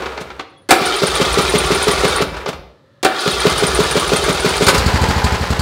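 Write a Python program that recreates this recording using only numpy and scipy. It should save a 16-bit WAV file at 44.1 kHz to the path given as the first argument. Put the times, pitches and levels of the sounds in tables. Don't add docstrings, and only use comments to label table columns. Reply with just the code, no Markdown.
import sys
import numpy as np
from scipy import signal
from scipy.fft import rfft, irfft, next_fast_len
from scipy.io import wavfile
from scipy.ndimage import uniform_filter1d

SR = 44100
rng = np.random.default_rng(int(sys.argv[2]) if len(sys.argv) > 2 else 0)


def transcribe(signal):
    frames = np.atleast_2d(signal).T
    limited = np.clip(frames, -1, 1)
    pcm = np.round(limited * 32767).astype(np.int16)
    wavfile.write(sys.argv[1], SR, pcm)


N = 247742
TIME = np.arange(N) / SR

# start_s, strength_db
COMPRESSIONS = [(0.198, -14.5), (0.8, -7.5), (1.02, -1.5), (1.201, 0), (1.373, 1), (1.539, 1), (1.705, 0),
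                (1.87, 0), (2.036, 0), (2.206, -1.5), (2.474, -8.5), (3.262, -2), (3.453, 2.9),
                (3.624, 0.2), (3.79, 0.8), (3.955, 0.5), (4.119, -0.4), (4.282, -0.5), (4.446, 0.2),
                (4.609, 0.9), (4.731, -1)]
# start_s, clank_db, crack_db, boom_db, t60_s
BLOWS = [(0.689, -13.5, -23, -33, 0.14), (0.707, 2, -4, -6.5, 0.077), (0.721, -12.5, -47.5, -4.5, 0.09),
         (3.029, -12.5, -18.5, -22.5, 0.058), (3.047, -4.5, -14, -14, 0.067),
         (3.06, -14.5, -40, -9.5, 0.086)]
# start_s, thud_db, tick_db
FIRINGS = [(4.667, -6.5, -16), (4.777, -6, -17), (4.86, -2.5, -19.5), (4.9378, -3.5, -25), (5.013, -3, -23),
           (5.084, -3, -23), (5.161, -6.5, -29), (5.2397, -3.5, -20), (5.3193, -5.5, -27.5),
           (5.4082, -8, -30), (5.5016, -4.5, -25), (5.591, -6, -21.5)]
# start_s, clack_db, edge_db
CLACKS = [(0.018, -26, -53), (0.055, -20, -55), (0.118, -30, -53), (0.173, -22.5, -52), (0.211, -44, -42),
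          (0.3, -28.5, -65), (0.393, -20, -44), (2.34, -25, -58), (2.366, -24.5, -39), (2.458, -17.5, -41),
          (2.491, -25.5, -45), (2.528, -25.5, -43), (4.666, -12.5, -14), (4.683, -3.5, -10.5),
          (4.746, -12.5, -18.5), (4.78, -30, -25)]
# start_s, end_s, grind_db
CRANKS = [(0.707, 2.212, -20.5), (3.049, 4.716, -21.5)]
# start_s, end_s, level_db, fall_db_per_s (negative rises)
COASTS = [(0, 0.398, -25, 44), (2.24, 2.431, -32, -11)]
# start_s, pitch_hz, level_db
CREAKS = [(0.494, 9000, -61), (0.562, 3360, -46.5), (0.572, 9850, -54.5), (0.612, 9650, -57.5)]

# pitch_hz, level_db, t60_s
KNOCK_MODES = [(405, -13, 0.08), (417.6, 0.5, 0.082), (470.6, -21.5, 0.23), (581, -20.5, 0.17)]
# pitch_hz, level_db, t60_s
INTAKE_MODES = [(147, -18, 0.14), (178.4, -4, 0.083), (243, -11, 0.092)]
# pitch_hz, level_db, t60_s
HOUSING_MODES = [(283, -18.5, 0.39), (351.6, 1.5, 0.29), (541, -36.5, 0.12), (613, -1.5, 0.2),
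                 (757, 12.5, 0.057), (1356, -3.5, 0.087)]
# pitch_hz, level_db, t60_s
GARAGE_MODES = [(68, -18, 0.122), (125, -14, 0.19), (189, -12, 0.12), (221, -19, 0.06)]
# pitch_hz, level_db, t60_s
BODYWORK_MODES = [(1512, -6, 0.083), (1390, -13, 0.067)]

# pitch_hz, width_hz, level_db
CASING = [(398, 60, 6), (812, 270, 3), (1065, 10, -4), (1315, 39, -12.5), (1420, 64, -4.5), (1742, 51, 0.5),
          (2093, 50, 5), (2326, 56, 6), (2640, 17, 3), (3520, 130, -15.5), (3660, 260, -9.5),
          (4400, 110, -2.5), (4800, 31, -25.5)]
# pitch_hz, width_hz, level_db
IDLE_RESONANCES = [(422, 25, 10), (475, 35, -3), (790, 20, -19), (860, 29, -6), (1010, 8.4, 19),
                   (1600, 24, -3), (1710, 23, -13)]
# pitch_hz, width_hz, level_db
SQUEAK_RESONANCES = [(8700, 510, -7), (9090, 100, 10), (9400, 360, -4)]
# pitch_hz, width_hz, level_db
VALVE_RESONANCES = [(4430, 490, 6), (4850, 200, -3), (6900, 560, -1.5), (7900, 410, -13)]
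# pitch_hz, width_hz, level_db
PANEL_RESONANCES = [(800, 21, -8), (881, 24, 0), (992, 8.8, 1)]

# frequency_hz, density_db_per_hz
GRIND_COLOUR = [(88, -23), (150, -6), (254, -11.5), (361, 2), (414, 2), (559, -1), (1410, -7), (1540, -8.5),
                (1860, -10), (2310, -11.5), (2520, -9), (3000, -19), (3900, -49.5), (6600, -120)]
# frequency_hz, density_db_per_hz
RASP_COLOUR = [(2300, -24.5), (3100, 4), (3700, 4), (4400, 1.5), (5100, -0.5), (6000, -19), (8000, -28)]
# frequency_hz, density_db_per_hz
TREBLE_COLOUR = [(4000, -21.5), (5800, 3), (8000, -2), (10000, -4), (11000, -15), (15500, -19)]
# frequency_hz, density_db_per_hz
RATTLE_COLOUR = [(150, -26.5), (250, -4.5), (442, 4.5), (603, 6.5), (742, -11.5), (1120, -0.5), (1310, 0.5),
                 (1790, -10.5), (2090, -7), (4030, -8.5), (8920, -19.5), (15500, -30.5)]
# frequency_hz, density_db_per_hz
CLANK_COLOUR = [(120, -22), (240, -2.5), (340, 5), (620, 2.5), (780, -1.5), (950, -5.5), (1400, 2),
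                (2000, -5.5), (4200, -6.5), (6500, -23), (15000, -36.5)]
# frequency_hz, density_db_per_hz
CRACK_COLOUR = [(500, -53), (2500, 5), (5000, 6), (9500, 2.5), (12000, -7), (15500, -8.5)]
# frequency_hz, density_db_per_hz
CLACK_COLOUR = [(200, -1.5), (420, 0.5), (650, -4), (1000, -1.5), (1450, -4.5), (1900, -11), (2500, -8.5),
                (4200, -12), (6500, -20.5), (15000, -57)]
# frequency_hz, density_db_per_hz
COASTING_COLOUR = [(24, -34), (40, -13), (69, 8), (103, -16), (139, -6), (224, -13.5), (387, -2.5),
                   (577, -3.5), (722, -10), (1380, -5), (1960, -12.5), (2330, -13.5), (3060, -15),
                   (15500, -41.5)]
# frequency_hz, density_db_per_hz
CLATTER_COLOUR = [(120, -5), (200, -6), (310, -11.5), (422, -4.5), (677, -9.5), (874, -6), (940, -10),
                  (1010, -5.5), (1110, -9.5), (1380, -8), (2800, -16), (4500, -19), (8350, -29.5),
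                  (15500, -42.5)]
# frequency_hz, density_db_per_hz
DRAUGHT_COLOUR = [(40, -14), (55, 4.5), (75, -2), (100, -21), (140, -10), (200, -30.5)]
# frequency_hz, density_db_per_hz
AIR_COLOUR = [(15, -42.5), (25, -28), (113, 3), (495, -14.5), (537, 2), (684, -21), (1300, -13),
              (1570, -21.5), (1710, -12), (2170, -25.5), (4040, -23), (5430, -33), (15500, -49.5)]

# frequency_hz, t60_s
GARAGE_T60 = [(100, 0.54), (400, 0.78), (1500, 0.48), (4000, 0.56), (9000, 0.14), (16000, 0.63)]
# delay_s, gain
EXHAUST_PATHS = [(0, 0.37), (.0036, -0.69), (.0105, 0.52), (.0178, -0.62), (.0232, .65), (.031, -0.24)]

AIR_DB = -53
MIC_LOW_HZ, CUTOFF_HZ = 38.4, 15750
CLACK_RISE_S, CLACK_T60_S = 0.0043, 0.087

SPIN_UP_S, RUN_DOWN_S = .145, 0.019
TEETH_PER_S = 1450
RASP_DB, TREBLE_DB = -27, -33
GRIND_RISE_DB, RASP_RISE_DB, TREBLE_RISE_DB = 2, 23, 27.5
FRESH_S, FRESH_RASP_DB, FRESH_GRIND_DB = .35, 6, -2
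EASE_S, EASE_DB = .06, 15
TURN_SWELL_DB, TURN_PEAK = 0.77, .3
STROKE_SWELL_DB, STROKE_PEAK = -0.05, 0.043
WHINE_HZ, WHINE_SWING = 1422, 0.0219
WHINE_DB, WHINE_START_DB, WHINE_START_S = -34.5, -28.5, 0.23
SQUEAK_AT, SQUEAK_DB, SQUEAK_VARY_DB = (0.266, .74), -24, 3.5

KNOCK_DB, RATTLE_DB, THUMP_DB = -7.5, -11.5, -5
KNOCK_GROWTH = 1.3
BANG_S = 4.682
RUNS_FROM_S, CLATTER_DB, CLATTER_FALL_DB_PER_S = 4.74, -17, 5.5
TICK_RISE_S, TICK_T60_S, TICK_EDGE_DB = 0.0058, 0.087, -9.5
PANEL_DB, SURGE_DB = -34.5, 10
SURGE_S, SURGE_WIDTH_S = 5.08, 0.24


def from_db(db):
    return 10 ** (np.asarray(db) / 20)


def rms_one(x):
    return x / np.sqrt(np.mean(x ** 2) + 1e-20)


def at_hz(points, hz):
    frequency, value = np.transpose(points)
    return np.interp(np.log(hz + 1), np.log(frequency), value)


def flutter(window_s):
    return rms_one(uniform_filter1d(rng.standard_normal(N), int(window_s * SR) + 1))


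def stretch(start, end, fade_s):
    outside = np.maximum(start - TIME, 0) + np.maximum(TIME - end, 0)
    return np.exp(-outside / fade_s)


def coloured(spectrum, drive=None):
    drive = rng.standard_normal(N) if drive is None else drive
    size = next_fast_len(N)
    hz = np.fft.rfftfreq(size, 1 / SR)
    low_end = 1 + (spectrum[0][0] / (hz + 1)) ** 4
    high_end = 1 + (hz / spectrum[-1][0] / 2) ** 4
    shape = from_db(at_hz(spectrum, hz)) / low_end / high_end
    return rms_one(irfft(rfft(drive, size) * shape, size)[:N])


def resonate(x, peaks):
    out = np.zeros(N)
    for hz, width, db in peaks:
        r = np.exp(-np.pi * width / SR)
        poles = [1, -2 * r * np.cos(2 * np.pi * hz / SR), r * r]
        out += from_db(db) * (1 - r * r) / 2 * signal.lfilter([1, 0, -1], poles, x)
    return out


def ring(impulses, hz, t60):
    r, w = np.exp(-np.log(1000) / (t60 * SR)), 2 * np.pi * hz / SR
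    return signal.lfilter([0, np.sin(w)], [1, -2 * r * np.cos(w), r * r], impulses)


def clicks(times, db):
    out = np.zeros(N)
    out[np.clip((np.asarray(times) * SR).astype(int), 0, N - 1)] = from_db(db)
    return out + 1e-18


def strike(times, db, modes, vary_db):
    out = np.zeros(N)
    luck = rng.standard_normal((len(times), len(modes)))
    for k, (hz, mode_db, t60) in enumerate(modes):
        out += ring(clicks(times, db + mode_db + vary_db * luck[:, k]), hz, t60)
    return out


def bursts(times, db, rise_s, t60):
    out = np.zeros(N)
    for s, gain, decay in zip(times, from_db(db), t60 * np.ones(len(times))):
        start = max(int(s * SR), 0)
        age = TIME[:min(N - start, SR // 2)] if start < N else TIME[:0]
        rise = np.minimum(age / rise_s, 1)
        fall = np.exp(-np.log(1000) * np.maximum(age - rise_s, 0) / decay)
        out[start:start + len(age)] += gain * rise * fall
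    return out


def contacts(per_s, spread_db, jitter, hiss):
    count = np.cumsum(per_s * (1 + jitter * flutter(window_s=.005)) / SR)
    strength = from_db(spread_db * np.clip(rng.standard_normal(N), -2, 2))
    touch = np.abs(np.diff(np.floor(count), prepend=0)) * strength
    envelope = signal.lfilter([1], [1, -np.exp(-1 / (.0008 * SR))], touch)
    return rms_one(envelope * rng.standard_normal(N)) + hiss * rng.standard_normal(N)


def chatter(per_s, cycles, spread_db):
    pitches = np.geomspace(1150, 6300, num=56)
    born = np.flatnonzero(rng.random(N) < per_s / SR)
    sizes = from_db(spread_db * np.clip(rng.standard_normal(N), -2, 2))[born]
    dealt = rng.integers(0, len(pitches), N)[born]
    out = np.zeros(N)
    for k, hz in enumerate(pitches):
        taps = clicks(born[dealt == k] / SR, 20 * np.log10(sizes[dealt == k]))
        out += ring(taps, hz, t60=cycles / hz)
    return rms_one(out)


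def cased(spectrum, drive, peaks, ring_db):
    direct = coloured(spectrum, drive)
    return rms_one(direct + from_db(ring_db) * resonate(direct, peaks))


def outdoor_air():
    return from_db(AIR_DB) * coloured(AIR_COLOUR)


def garage(x, wet_db):
    age = TIME[:SR * 3 // 4]
    edges = np.geomspace(60, 18000, 11)
    tail = np.zeros(len(age))
    for low, high in zip(edges, edges[1:]):
        sos = signal.butter(2, [low, high], "band", fs=SR, output="sos")
        band = signal.sosfilt(sos, rng.standard_normal(len(age)))
        tail += band * np.exp(-np.log(1000) * age / at_hz(GARAGE_T60, np.sqrt(low * high)))
    tail *= np.clip(age / 0.0047 - 1, 0, 1)
    return x + from_db(wet_db) * signal.fftconvolve(x, tail / np.sqrt(np.sum(tail ** 2)))[:N]


def coasting():
    gain = np.zeros(N)
    for start, end, db, fall in COASTS:
        level = from_db(db - fall * (np.clip(TIME, start, end) - start))
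        gain += stretch(start, end, fade_s=0.023) * level
    drive = contacts(400, spread_db=2, jitter=.3, hiss=1.0)
    out = gain * cased(COASTING_COLOUR, drive, CASING, ring_db=-4.0)
    for s, hz, db in CREAKS:
        out += bursts([s], [db], rise_s=.01, t60=.09) * np.sin(2 * np.pi * hz * TIME)
    return out


def clacks():
    s, clack_db, edge_db = np.transpose(CLACKS)
    bounces = contacts(900, spread_db=2.5, jitter=0.24, hiss=1.0)
    bounces = bounces + .5 * chatter(per_s=1600, cycles=95, spread_db=3.0)
    body = cased(CLACK_COLOUR, bounces, CASING, ring_db=-6)
    clack = bursts(s, clack_db, rise_s=CLACK_RISE_S, t60=CLACK_T60_S) * body
    edge = bursts(s, edge_db, rise_s=0.00081, t60=0.096) * coloured(CRACK_COLOUR)
    return clack + edge


def blows():
    s, clank_db, crack_db, boom_db, t60 = np.transpose(BLOWS)
    drive = contacts(1500, spread_db=4.5, jitter=0.28, hiss=0.84)
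    body = cased(CLANK_COLOUR, drive, CASING, ring_db=-2)
    clank = bursts(s, clank_db, rise_s=0.0053, t60=t60) * body
    crack = bursts(s, crack_db, rise_s=0.0002, t60=t60) * coloured(CRACK_COLOUR)
    boom = strike(s + 0.001974, boom_db - 9, HOUSING_MODES, vary_db=2.5)
    return clank + crack + boom


def cycle_starts():
    return np.sort([row[0] for row in COMPRESSIONS + CRANKS])


def whine(age, turn):
    hz = WHINE_HZ * (1 + WHINE_SWING * turn + .014 * flutter(window_s=.014))
    gain = from_db(WHINE_DB) + from_db(WHINE_START_DB) * np.exp(-(age / WHINE_START_S) ** 4)
    waver = 1 + .45 * flutter(window_s=.008)
    return gain * waver * np.sin(2 * np.pi * np.cumsum(hz) / SR)


def squeaks(starts):
    s = np.ravel(starts[:-1, None] + np.diff(starts)[:, None] * np.array(SQUEAK_AT))
    db = SQUEAK_DB + SQUEAK_VARY_DB * rng.standard_normal(len(s))
    squeal = rms_one(resonate(rng.standard_normal(N), SQUEAK_RESONANCES))
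    return bursts(s - .003, db, rise_s=0.0046, t60=0.077) * squeal


def starter():
    starts = cycle_starts()
    cycle = np.interp(TIME, starts, np.arange(len(starts)))
    turn = np.cos(4 * np.pi * (cycle - TURN_PEAK))
    stroke = np.cos(2 * np.pi * (cycle - STROKE_PEAK))
    load = from_db(TURN_SWELL_DB * turn + STROKE_SWELL_DB * stroke)
    cranks = np.array(CRANKS)
    start, end, grind_db = cranks[np.searchsorted(cranks[1:, 0], TIME)].T
    age = np.maximum(TIME - start, 0)
    engaged = (TIME >= start) * stretch(start, end, RUN_DOWN_S)
    lag = 1 - np.minimum(age / SPIN_UP_S, 1)
    fresh = np.exp(-age / FRESH_S)
    easing = np.clip((TIME - end) / EASE_S + 1, 0, 1)
    teeth = contacts(TEETH_PER_S * (1 - .8 * fresh), spread_db=3.5, jitter=.08, hiss=.7)
    ringing = teeth + .7 * chatter(per_s=1000, cycles=150, spread_db=4.2)
    bite = from_db(1.4 * flutter(window_s=.011))
    grind_gain = from_db(grind_db - GRIND_RISE_DB * lag + FRESH_GRIND_DB * fresh)
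    rasp_gain = from_db(RASP_DB - RASP_RISE_DB * lag + FRESH_RASP_DB * fresh)
    treble_gain = from_db(TREBLE_DB - TREBLE_RISE_DB * lag - EASE_DB * easing)
    mesh = grind_gain * cased(GRIND_COLOUR, ringing, CASING, ring_db=-3)
    mesh += rasp_gain * cased(RASP_COLOUR, ringing, CASING, ring_db=-5.5)
    mesh += treble_gain * coloured(TREBLE_COLOUR, teeth)
    at_speed = lag == 0
    return engaged * (load * bite * mesh + (1 - lag) * whine(age, turn) + at_speed * squeaks(starts))


def exhaust(times, db, width_s):
    age = TIME[:SR // 50]
    pulse = np.exp(-((age - 2 * width_s) / width_s) ** 2)
    luck = rng.standard_normal((len(times), len(EXHAUST_PATHS)))
    arrivals = np.zeros(N)
    for k, (delay, gain) in enumerate(EXHAUST_PATHS):
        arrivals += gain * clicks(times + delay, db + luck[:, k])
    boom = strike(times + 0.006, db, GARAGE_MODES, vary_db=0.5)
    return boom - signal.fftconvolve(arrivals, pulse)[:N]


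def compressions():
    s, db = np.transpose(COMPRESSIONS)
    knock_db, thump_db = KNOCK_DB + KNOCK_GROWTH * db, THUMP_DB + db
    knock = strike(s, knock_db, KNOCK_MODES, vary_db=0.5)
    thump = strike(s + 0.01349, thump_db, INTAKE_MODES, vary_db=1.1)
    body = signal.sosfilt(signal.butter(2, 110, "high", fs=SR, output="sos"), thump - knock)
    puff = exhaust(s + 0.061, thump_db - 15, width_s=0.0027)
    draught = bursts(s + 0.096, knock_db - 18.5, rise_s=0.022, t60=.4) * coloured(DRAUGHT_COLOUR)
    drive = contacts(600, spread_db=4.0, jitter=.3, hiss=1.0)
    rattling = cased(RATTLE_COLOUR, drive, CASING, ring_db=-10)
    rattle = bursts(s, RATTLE_DB + db, rise_s=0.017, t60=0.078) * rattling
    return body + puff + draught, rattle


def bang():
    return strike([BANG_S], 0, BODYWORK_MODES, vary_db=1)


def idle():
    s, thud_db, tick_db = np.transpose(FIRINGS)
    thud = exhaust(s - .002, thud_db, width_s=0.0014)
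    valve = rms_one(resonate(rng.standard_normal(N), VALVE_RESONANCES))
    valve = valve + from_db(TICK_EDGE_DB) * coloured(CRACK_COLOUR)
    tick = bursts(s - .001, tick_db, rise_s=TICK_RISE_S, t60=TICK_T60_S) * valve
    running = stretch(RUNS_FROM_S, TIME[-1], fade_s=.013)
    settle = from_db(CLATTER_DB - CLATTER_FALL_DB_PER_S * np.maximum(TIME - RUNS_FROM_S, 0))
    shake = from_db(-3) + bursts(s + 0.015, thud_db + 0.5, rise_s=0.012, t60=0.1)
    drive = contacts(500, spread_db=1, jitter=0.34, hiss=0.71)
    clatter = settle * shake * cased(CLATTER_COLOUR, drive, IDLE_RESONANCES, ring_db=-22)
    surge = np.exp(-((TIME - SURGE_S) / SURGE_WIDTH_S) ** 4)
    singing = rms_one(resonate(rng.standard_normal(N), PANEL_RESONANCES))
    panels = from_db(PANEL_DB + SURGE_DB * surge) * singing
    return thud, tick + running * (clatter + panels)


def scene():
    knocks, rattle = compressions()
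    thuds, clatter = idle()
    metal = coasting() + clacks() + blows() + starter() + rattle + bang() + clatter
    mower = from_db(0.5) * garage(metal, wet_db=-10.0) + garage(knocks + thuds, wet_db=-12)
    return (outdoor_air() + mower)[None]


def record(dry):
    low_cut = signal.butter(3, MIC_LOW_HZ, "high", fs=SR, output="sos")
    thin = signal.sosfilt(low_cut, dry)
    rounded = thin / (1 + thin ** 6) ** (1 / 6)
    return signal.sosfilt(signal.ellip(10, .2, 70, CUTOFF_HZ, fs=SR, output="sos"), rounded)


dry = scene()
out = record(dry)
transcribe(out)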